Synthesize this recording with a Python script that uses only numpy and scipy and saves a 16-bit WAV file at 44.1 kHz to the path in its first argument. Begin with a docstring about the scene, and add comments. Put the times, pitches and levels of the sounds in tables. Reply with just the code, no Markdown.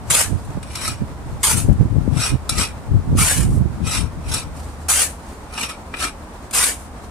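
"""A bricklayer points a wall in a narrow yard. From the start a town murmurs and wind hits the microphone.
At 0.1 s a steel jointing iron scrapes wet mortar off a trowel: sand crackles, the blade rings.
Cloth rustles, then the iron knocks on brick and rubs along a joint; near walls echo.
Scrapes follow at 1.4, 3.2 and 4.9 s, each with two or three passes along the joint after it.
The wind drops by 5 s; a last scrape comes at 6.5 s."""
import sys
import numpy as np
from scipy import signal
from scipy.fft import rfft, irfft
from scipy.io import wavfile

SR = 44100
rng = np.random.default_rng(int(sys.argv[2]) if len(sys.argv) > 2 else 0)


def dump_mix(stems):
    """Bounce the given channels to the path in sys.argv[1] as a 16-bit WAV at rate SR."""
    frames = np.atleast_2d(stems).T  # one column per channel
    limited = np.clip(frames, -1, 1)  # hard clip at full scale
    pcm = np.round(limited * 32767).astype(np.int16)
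    wavfile.write(sys.argv[1], SR, pcm)


N = 313110
T = np.arange(N) / SR
FREQS = np.maximum(np.arange(N // 2 + 1) * SR / N, 1)

# Broad spectra. Each row: frequency in Hz, relative density in dB.
TRAFFIC_SPECTRUM = [(25, -9.5), (65, 2.5), (115, -11), (240, -8.5), (350, -14.5), (900, -14.5), (1200, -19),
                    (1800, -27), (3000, -35.5), (6500, -39), (9000, -36), (12000, -48), (15500, -47.5)]
WIND_SPECTRUM = [(20, -23.5), (40, 0), (70, 2), (125, 1.5), (200, -7.5), (300, -13.5), (450, -26),
                 (800, -40), (2000, -68)]
EDDY_FRONT_SPECTRUM = [(110, -10), (200, 9.5), (350, -4.5), (560, -8)]
SWELL_SPECTRUM = [(300, -3), (1200, 1), (3000, -4), (6000, -3), (9000, 0), (11500, -9), (15000, -18)]
IRON_SPECTRUM = [(250, 1), (600, -6.5), (1000, 0), (1800, -3.5), (3300, -3), (4700, -2), (6800, -4.5),
                 (8600, 1.5), (10600, -5), (11400, -10.5), (12200, -16), (15000, -22)]
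TROWEL_SPECTRUM = [(200, -29.5), (450, -12), (700, -12), (1000, -8), (1800, -10), (3300, -9.5), (4500, -3),
                   (6500, 3.5), (8500, 8), (10000, 8.5), (11500, -0.5), (13000, -4.5), (15000, -11.5)]
# Stereo side response. Each row: frequency in Hz, gain in dB.
SIDE_RESPONSE = [(25, -3), (120, -30), (300, -13.5), (800, -6), (2000, 0.5), (6000, 1), (14000, 1)]
# Distant engine; light air between gusts. Each row: time in seconds, relative level in dB.
ENGINE_LEVELS = [(0, -49), (0.6, -40), (1.2, -39), (2.7, -38), (4.4, -34), (4.85, -33.5), (5.1, -39),
                 (5.25, -51), (5.75, -44), (7.1, -45)]
BREEZE_LEVELS = [(0, -33), (1.2, -34), (2.1, -34), (2.7, -34), (3.5, -34), (4.5, -33), (5.1, -51),
                 (7.1, -45.5)]
# Gusts. Each row: centre in seconds, half length in seconds, relative level in dB, left minus right in dB.
WIND_GUSTS = [(0.111, 0.019, -22.5, 4), (0.335, 0.058, -17.5, -28), (0.504, 0.035, -27, -12),
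              (0.569, 0.019, -20, -18), (0.896, 0.06, -28, -3), (1.023, 0.016, -13, -13),
              (1.304, 0.1, -29, 1), (1.562, 0.063, -16, 26), (1.695, 0.055, -11, 10),
              (1.824, 0.04, -11, -11), (1.978, 0.073, -13.5, 18), (2.106, 0.12, -18, 25),
              (2.331, 0.033, -13.5, -11), (2.585, 0.057, -20.5, 25), (2.949, 0.056, -12.5, 10),
              (3.162, .095, -12.5, -2), (3.417, 0.076, -12.5, -22), (3.514, 0.082, -16, 9),
              (3.597, 0.11, -14.5, -16), (3.841, 0.076, -20, 18), (4.0, 0.095, -21, 26),
              (4.183, 0.042, -27, 4), (4.317, 0.058, -21.5, 4.5)]
# Eddies in the gusts. Each row: start in seconds, relative level in dB, frequency in Hz,
# relative level of the front in dB.
WIND_EDDIES = [(0.328, -15, 92, -15), (0.573, -26, 157, -12.5), (1.02, -32, 110, -15),
               (1.688, -30, 139, -9), (1.713, -18, 81.5, -12), (1.809, -6, 140, -12), (1.965, -6, 98, -11),
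               (2.077, -15, 190, -6), (2.575, -11, 70, -27), (2.947, -1.5, 102, -18), (3.128, -5, 133, -15),
               (3.151, -7, 80, -11), (3.574, -13, 99, -13.5)]
# Soft swells of hiss: brief ones leading into the scrapes, the others cloth rustling.
# Each row: centre in seconds, half length in seconds, relative level in dB.
HISS_SWELLS = [(0.095, .035, -42), (0.43, .2, -52), (1.33, .08, -55), (1.425, .025, -45), (3.17, .025, -41),
               (4.58, .05, -47), (4.67, .1, -46.5), (4.83, .06, -50), (5.30, .13, -49), (6.45, .04, -51),
               (7.05, .04, -50)]
# Steel resonances. Each row: frequency in Hz, width in Hz, level over the broad spectrum in dB.
IRON_RESONANCES = [(1310, 100, 9.5), (2380, 70, 11.5), (2500, 70, 9), (2830, 120, 2), (3880, 150, 6),
                   (5500, 90, 12), (5750, 200, 4), (8000, 220, 5), (8930, 160, 3), (9880, 220, 5),
                   (11380, 300, 6)]
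TROWEL_RESONANCES = [(2350, 200, 2), (2900, 150, -3), (6400, 300, -6), (7850, 300, -5), (9080, 400, -3)]
# Iron hits brick or stone. Each row: start in seconds, relative level in dB, body over hiss in dB.
IRON_KNOCKS = [(0.627, -34, 2.5), (0.753, -21, -6), (0.877, -17, -7.5), (2.4915, -10.5, -8),
               (2.582, -16, -5), (3.907, -24, -8), (4.338, -14, -18), (5.536, -31, -3), (5.576, -29, 9.5),
               (5.631, -21.5, 3), (5.69, -29, -4), (5.938, -40.5, 22)]
# Iron runs along a joint. Each row: fastest moment, rise and fall in seconds, relative level in dB,
# body over hiss in dB.
IRON_PASSES = [(0.861, 0.17, 0.1, -26.5, -2.5), (2.249, 0.092, 0.074, -19.5, -3),
               (2.515, 0.024, 0.056, -29.5, -4), (2.607, 0.058, 0.074, -20, -2.5),
               (3.876, 0.032, 0.032, -29.5, -4), (3.953, 0.084, 0.081, -21, -3),
               (4.349, 0.076, 0.079, -23.5, -3.5), (5.62, 0.095, 0.068, -27.5, 0.5),
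               (5.698, 0.015, 0.048, -33.5, 3), (6.037, 0.075, 0.057, -23, -0.5)]
# Iron crosses the trowel. Each row: start, landing time, age at easing and age at lift-off in seconds,
# relative level in dB, body over hiss in dB.
TROWEL_STROKES = [(0.097, 0.0055, 0.097, 0.12, -14, -8), (1.429, 0.0031, 0.084, 0.094, -15, -9),
                  (1.558, 0.012, 0.028, 0.034, -22, -12), (3.160, 0.027, 0.14, 0.27, -16.5, -7),
                  (3.47, 0.044, 0.088, 0.094, -42, -17), (4.881, 0.0064, 0.17, 0.14, -15, -9),
                  (6.522, 0.016, .12, .18, -16, -7.5), (6.78, .02, 0.05, .07, -47, -10)]
# Coarse grains crack on the trowel. Each row: start in seconds, relative level in dB.
GRAIN_CRACKS = [(0.146, -10.5), (0.447, -43), (0.502, -44), (1.436, -11), (1.476, -17), (1.727, -39.5),
                (3.217, -27), (3.278, -20), (4.565, -40), (5, -33), (5.018, -13.5), (6.509, -27.5),
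                (6.561, -23)]


def undb(db):
    """Decibels to gain."""
    return 10 ** (np.asarray(db) / 20)


def unit(x):
    """Scale to rms 1."""
    return x / np.sqrt(np.mean(x ** 2))


def curve(rows):
    """Rows of (seconds, value), joined by straight lines."""
    return np.interp(T, *np.transpose(rows))


def walk(rate_hz):
    """Smooth random drift, rms 1."""
    return unit(irfft(rfft(rng.standard_normal(N)) / (1 + (FREQS / rate_hz) ** 4), N))


def low_pass(hz):
    """Gain of a steep low-pass."""
    return 1 / np.sqrt(1 + (FREQS / hz) ** 12)


def spectrum(points, modes=()):
    """Gain per frequency: a broad shape with resonances on it."""
    hz, db = np.transpose(points)
    broad = undb(np.interp(np.log(FREQS), np.log(hz), db))
    peaks = sum(undb(over_db) ** 2 / (1 + (2 * (FREQS - mode_hz) / width_hz) ** 2)
                for mode_hz, width_hz, over_db in modes)
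    return broad * np.sqrt(1 + peaks) * np.minimum(FREQS / hz[0], 1) ** 2


def ring(x, gain):
    """Minimum-phase filter: resonances ring after each blow."""
    cepstrum = irfft(np.log(gain + 1e-6), N)
    cepstrum[1:N // 2] *= 2
    cepstrum[N // 2 + 1:] = 0
    return irfft(rfft(x) * np.exp(rfft(cepstrum)), N)


def stereo(mid, side):
    """Two close microphone ports: long waves reach both nearly alike."""
    return mid + ring(side, spectrum(SIDE_RESPONSE)) * np.array([[1], [-1]])


def yard(x, wall_db, tail_db, wall_decay_s, t60_s, left_db):
    """Direct sound, brick echoes that change as the hand moves, and a short tail."""
    hop, t = 1536, T[:1024]
    fade = np.sin(np.pi * np.arange(2 * hop) / (2 * hop))
    near = np.zeros((2, N + 4 * hop))
    for start in range(0, N - 2 * hop, hop):
        paths = rng.standard_normal((2, len(t))) * np.exp(-t / wall_decay_s) * np.minimum(t / 0.00032, 1)
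        paths /= np.sqrt(np.sum(paths ** 2, axis=1, keepdims=True))
        echo = signal.fftconvolve((x[start:start + 2 * hop] * fade)[None], paths, axes=1)
        near[:, start:start + echo.shape[1]] += echo
    t = T[:SR // 2]
    tail = rng.standard_normal((2, len(t))) * undb(-60 * t / t60_s) * np.minimum(t / 0.0052, 1)
    far = signal.fftconvolve(x[None], tail / np.sqrt(np.sum(tail[0] ** 2)), axes=1)[:, :N]
    mid, side = undb(wall_db) * near[:, :N] + undb(tail_db) * far
    total = np.sqrt(1 + undb(wall_db) ** 2 + undb(tail_db) ** 2)
    return stereo(x + mid, side) / total * undb([[left_db / 2], [-left_db / 2]])


def traffic(level_db=-35.5, flutter_db=0.78):
    """Far traffic murmurs from all around."""
    gain = spectrum(TRAFFIC_SPECTRUM)
    mid, side = (unit(ring(rng.standard_normal(N), gain)) for _ in range(2))
    return stereo(mid, undb(-0.5) * side) * undb(level_db + flutter_db * walk(14))


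def engine(firing_hz=77, waver=0.037, flutter_db=0.5):
    """The firing note of an engine some streets away."""
    phase = 2 * np.pi * np.cumsum(firing_hz * (1 + waver * walk(6.1))) / SR
    return np.sqrt(2) * np.sin(phase) * undb(curve(ENGINE_LEVELS) + flutter_db * walk(6))


def airflow():
    """Turbulence strength at the left and right port: gusts over a breeze."""
    power = undb(curve(BREEZE_LEVELS)) ** 2
    for centre_s, half_s, db, left_db in WIND_GUSTS:
        share = undb([[left_db], [-left_db]])
        swell = np.exp(-2 * ((T - centre_s) / half_s) ** 2)
        power = power + share / share.mean() * undb(db) ** 2 * swell
    return np.sqrt(power)


def eddies():
    """Each eddy is a low thump; its front is a sudden push, heard as a dull knock."""
    thumps, fronts = np.zeros((2, N)), np.zeros(N)
    for start_s, db, hz, front_db in WIND_EDDIES:
        turns = np.clip((T - start_s) * hz, 0, 20)
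        envelope = undb(db) * 2 * turns * np.exp(-turns / 0.8)
        thumps += envelope * np.sin(2 * np.pi * (turns + rng.random((2, 1))))
        fronts[int(start_s * SR)] = undb(front_db)
    gain = spectrum(EDDY_FRONT_SPECTRUM) * low_pass(580)
    return thumps + ring(fronts, gain / gain.mean())


def wind(flutter_db=2.3):
    """Turbulence rumbles on each port separately; eddies thump on the side of their gust."""
    gain, flow = spectrum(WIND_SPECTRUM), airflow()
    pressures = [rng.standard_normal(N) * undb(flutter_db * walk(35)) for _ in range(2)]
    rumble = np.array([unit(ring(port, gain)) for port in pressures]) * flow * undb(-0.42)
    balance = flow / np.sqrt(np.mean(flow ** 2, axis=0))
    return rumble + eddies() * balance


def friction(grains_per_s, spread_db, smear_db, judder_hz, judder_db):
    """Uneven grain impulses over a smooth smear of noise; the hand judders."""
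    sizes = undb(spread_db * np.minimum(rng.exponential(size=N), 4))
    grains = (rng.random(N) < grains_per_s / SR) * sizes * rng.choice([-1, 1], N)
    smear = undb(smear_db) * rng.standard_normal(N)
    return unit((unit(grains) + smear) * undb(judder_db * walk(judder_hz)))


def soft_hiss():
    """Toneless swells: brief ones lead into the scrapes, the others are cloth sliding over cloth."""
    swell = sum(undb(db) * np.exp(-2 * ((T - centre_s) / half_s) ** 2)
                for centre_s, half_s, db in HISS_SWELLS)
    texture = friction(grains_per_s=900, spread_db=2.5, smear_db=0, judder_hz=40, judder_db=2)
    sound = ring(texture * swell, unit(spectrum(SWELL_SPECTRUM)))
    return yard(sound, wall_db=0, tail_db=-10, wall_decay_s=0.005, t60_s=0.17, left_db=0.5)


def crunch(start_s, decay_s):
    """Force of a grain being crushed: a brief noise burst."""
    age_s, burst = T[:2048], np.zeros(N)
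    envelope = np.minimum(2 * age_s / decay_s, 1) * np.exp(0.5 - age_s / decay_s)
    first = int(start_s * SR)
    burst[first:first + len(age_s)] = envelope * rng.standard_normal(len(age_s))
    return burst


def steel(hiss_force, body_force, gain, crossover_hz=3400):
    """A tool driven by sharp contacts (hiss, treble) and hand pressure (body, midrange)."""
    low = low_pass(crossover_hz)
    high = np.sqrt(1 - low ** 2)
    return ring(hiss_force, unit(gain * high)) + ring(body_force, unit(gain * low))


def joint_pass(fastest_s, rise_s, fall_s, db, body_db, end_drop_db=19.5, dulling=0.18):
    """Pressure (hiss, body) of one pass: swells and fades with hand speed, duller when slow."""
    away = np.maximum((fastest_s - T) / rise_s, (T - fastest_s) / fall_s)
    drop_db = end_drop_db * np.minimum(away, 10) ** 1.46
    return undb([db - drop_db, db + body_db - (1 - dulling) * drop_db])


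def iron():
    """The narrow iron rubs along the joint and knocks on brick, ringing in its own modes."""
    sand = friction(grains_per_s=2000, spread_db=3.5, smear_db=4, judder_hz=60, judder_db=1.82)
    force = sand * sum(joint_pass(*row) for row in IRON_PASSES)
    for start_s, db, body_db in IRON_KNOCKS:
        force += undb([[db], [db + body_db]]) * crunch(start_s, decay_s=0.0043)
    sound = undb(-1.07) * steel(*force, spectrum(IRON_SPECTRUM, IRON_RESONANCES))
    return yard(sound, wall_db=0, tail_db=-8, wall_decay_s=0.005, t60_s=0.17, left_db=1.5)


def blade_stroke(start_s, landing_s, ease_s, lift_s, db, body_db, ease_db_per_s=93, lift_db_per_s=236):
    """Pressure (hiss, body) of one push: lands, holds, eases, lifts off."""
    age_s = np.maximum(T - start_s, 0)
    landing = np.minimum(age_s / landing_s, 1) ** 2
    fall_db = ease_db_per_s * np.maximum(age_s - ease_s, 0) + lift_db_per_s * np.maximum(age_s - lift_s, 0)
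    return landing * undb(db - fall_db) * undb([[0], [body_db]])


def blade_bending(force, start_hz, end_hz, glide_s, width_hz):
    """The blade's main bending mode rises as the iron slides along it."""
    starts_s = np.array([row[0] for row in TROWEL_STROKES])
    age_s = T - starts_s[np.maximum(np.searchsorted(starts_s, T) - 1, 0)]
    mode_hz = np.interp(age_s, [0, glide_s], [start_hz, end_hz])
    phasor = np.exp(2j * np.pi * np.cumsum(mode_hz) / SR)
    pole = np.exp(-np.pi * width_hz / SR)
    return 2 * np.real(phasor * signal.lfilter([1 - pole], [1, -pole], force / phasor))


def trowel():
    """Wet mortar is scraped off the broad blade: bright, gritty hiss and cracking grains."""
    sand = friction(grains_per_s=3500, spread_db=4, smear_db=0.5, judder_hz=70, judder_db=1.16)
    hiss, body = sand * sum(blade_stroke(*row) for row in TROWEL_STROKES)
    cracks = sum(undb(db) * crunch(start_s, decay_s=0.0039) for start_s, db in GRAIN_CRACKS)
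    body += undb(-6.5) * cracks
    body += blade_bending(body, start_hz=1150, end_hz=1700, glide_s=0.17, width_hz=150)
    gain = spectrum(TROWEL_SPECTRUM, TROWEL_RESONANCES)
    sound = undb(-2.5) * steel(hiss + cracks, undb(1.2) * body, gain)
    return yard(sound, wall_db=-0.5, tail_db=-11.5, wall_decay_s=0.0052, t60_s=0.31, left_db=1.3)


def scene():
    """Both tools, soft hiss, wind and town, in stereo."""
    return trowel() + iron() + soft_hiss() + wind() + traffic() + engine()


def record(dry):
    """Clip at full scale, then cut the top."""
    top_hz = 15400
    return signal.sosfilt(signal.ellip(10, 0.2, 80, top_hz, fs=SR, output="sos"), np.clip(dry, -1, 1))


dry = scene()
out = record(dry)
dump_mix(out)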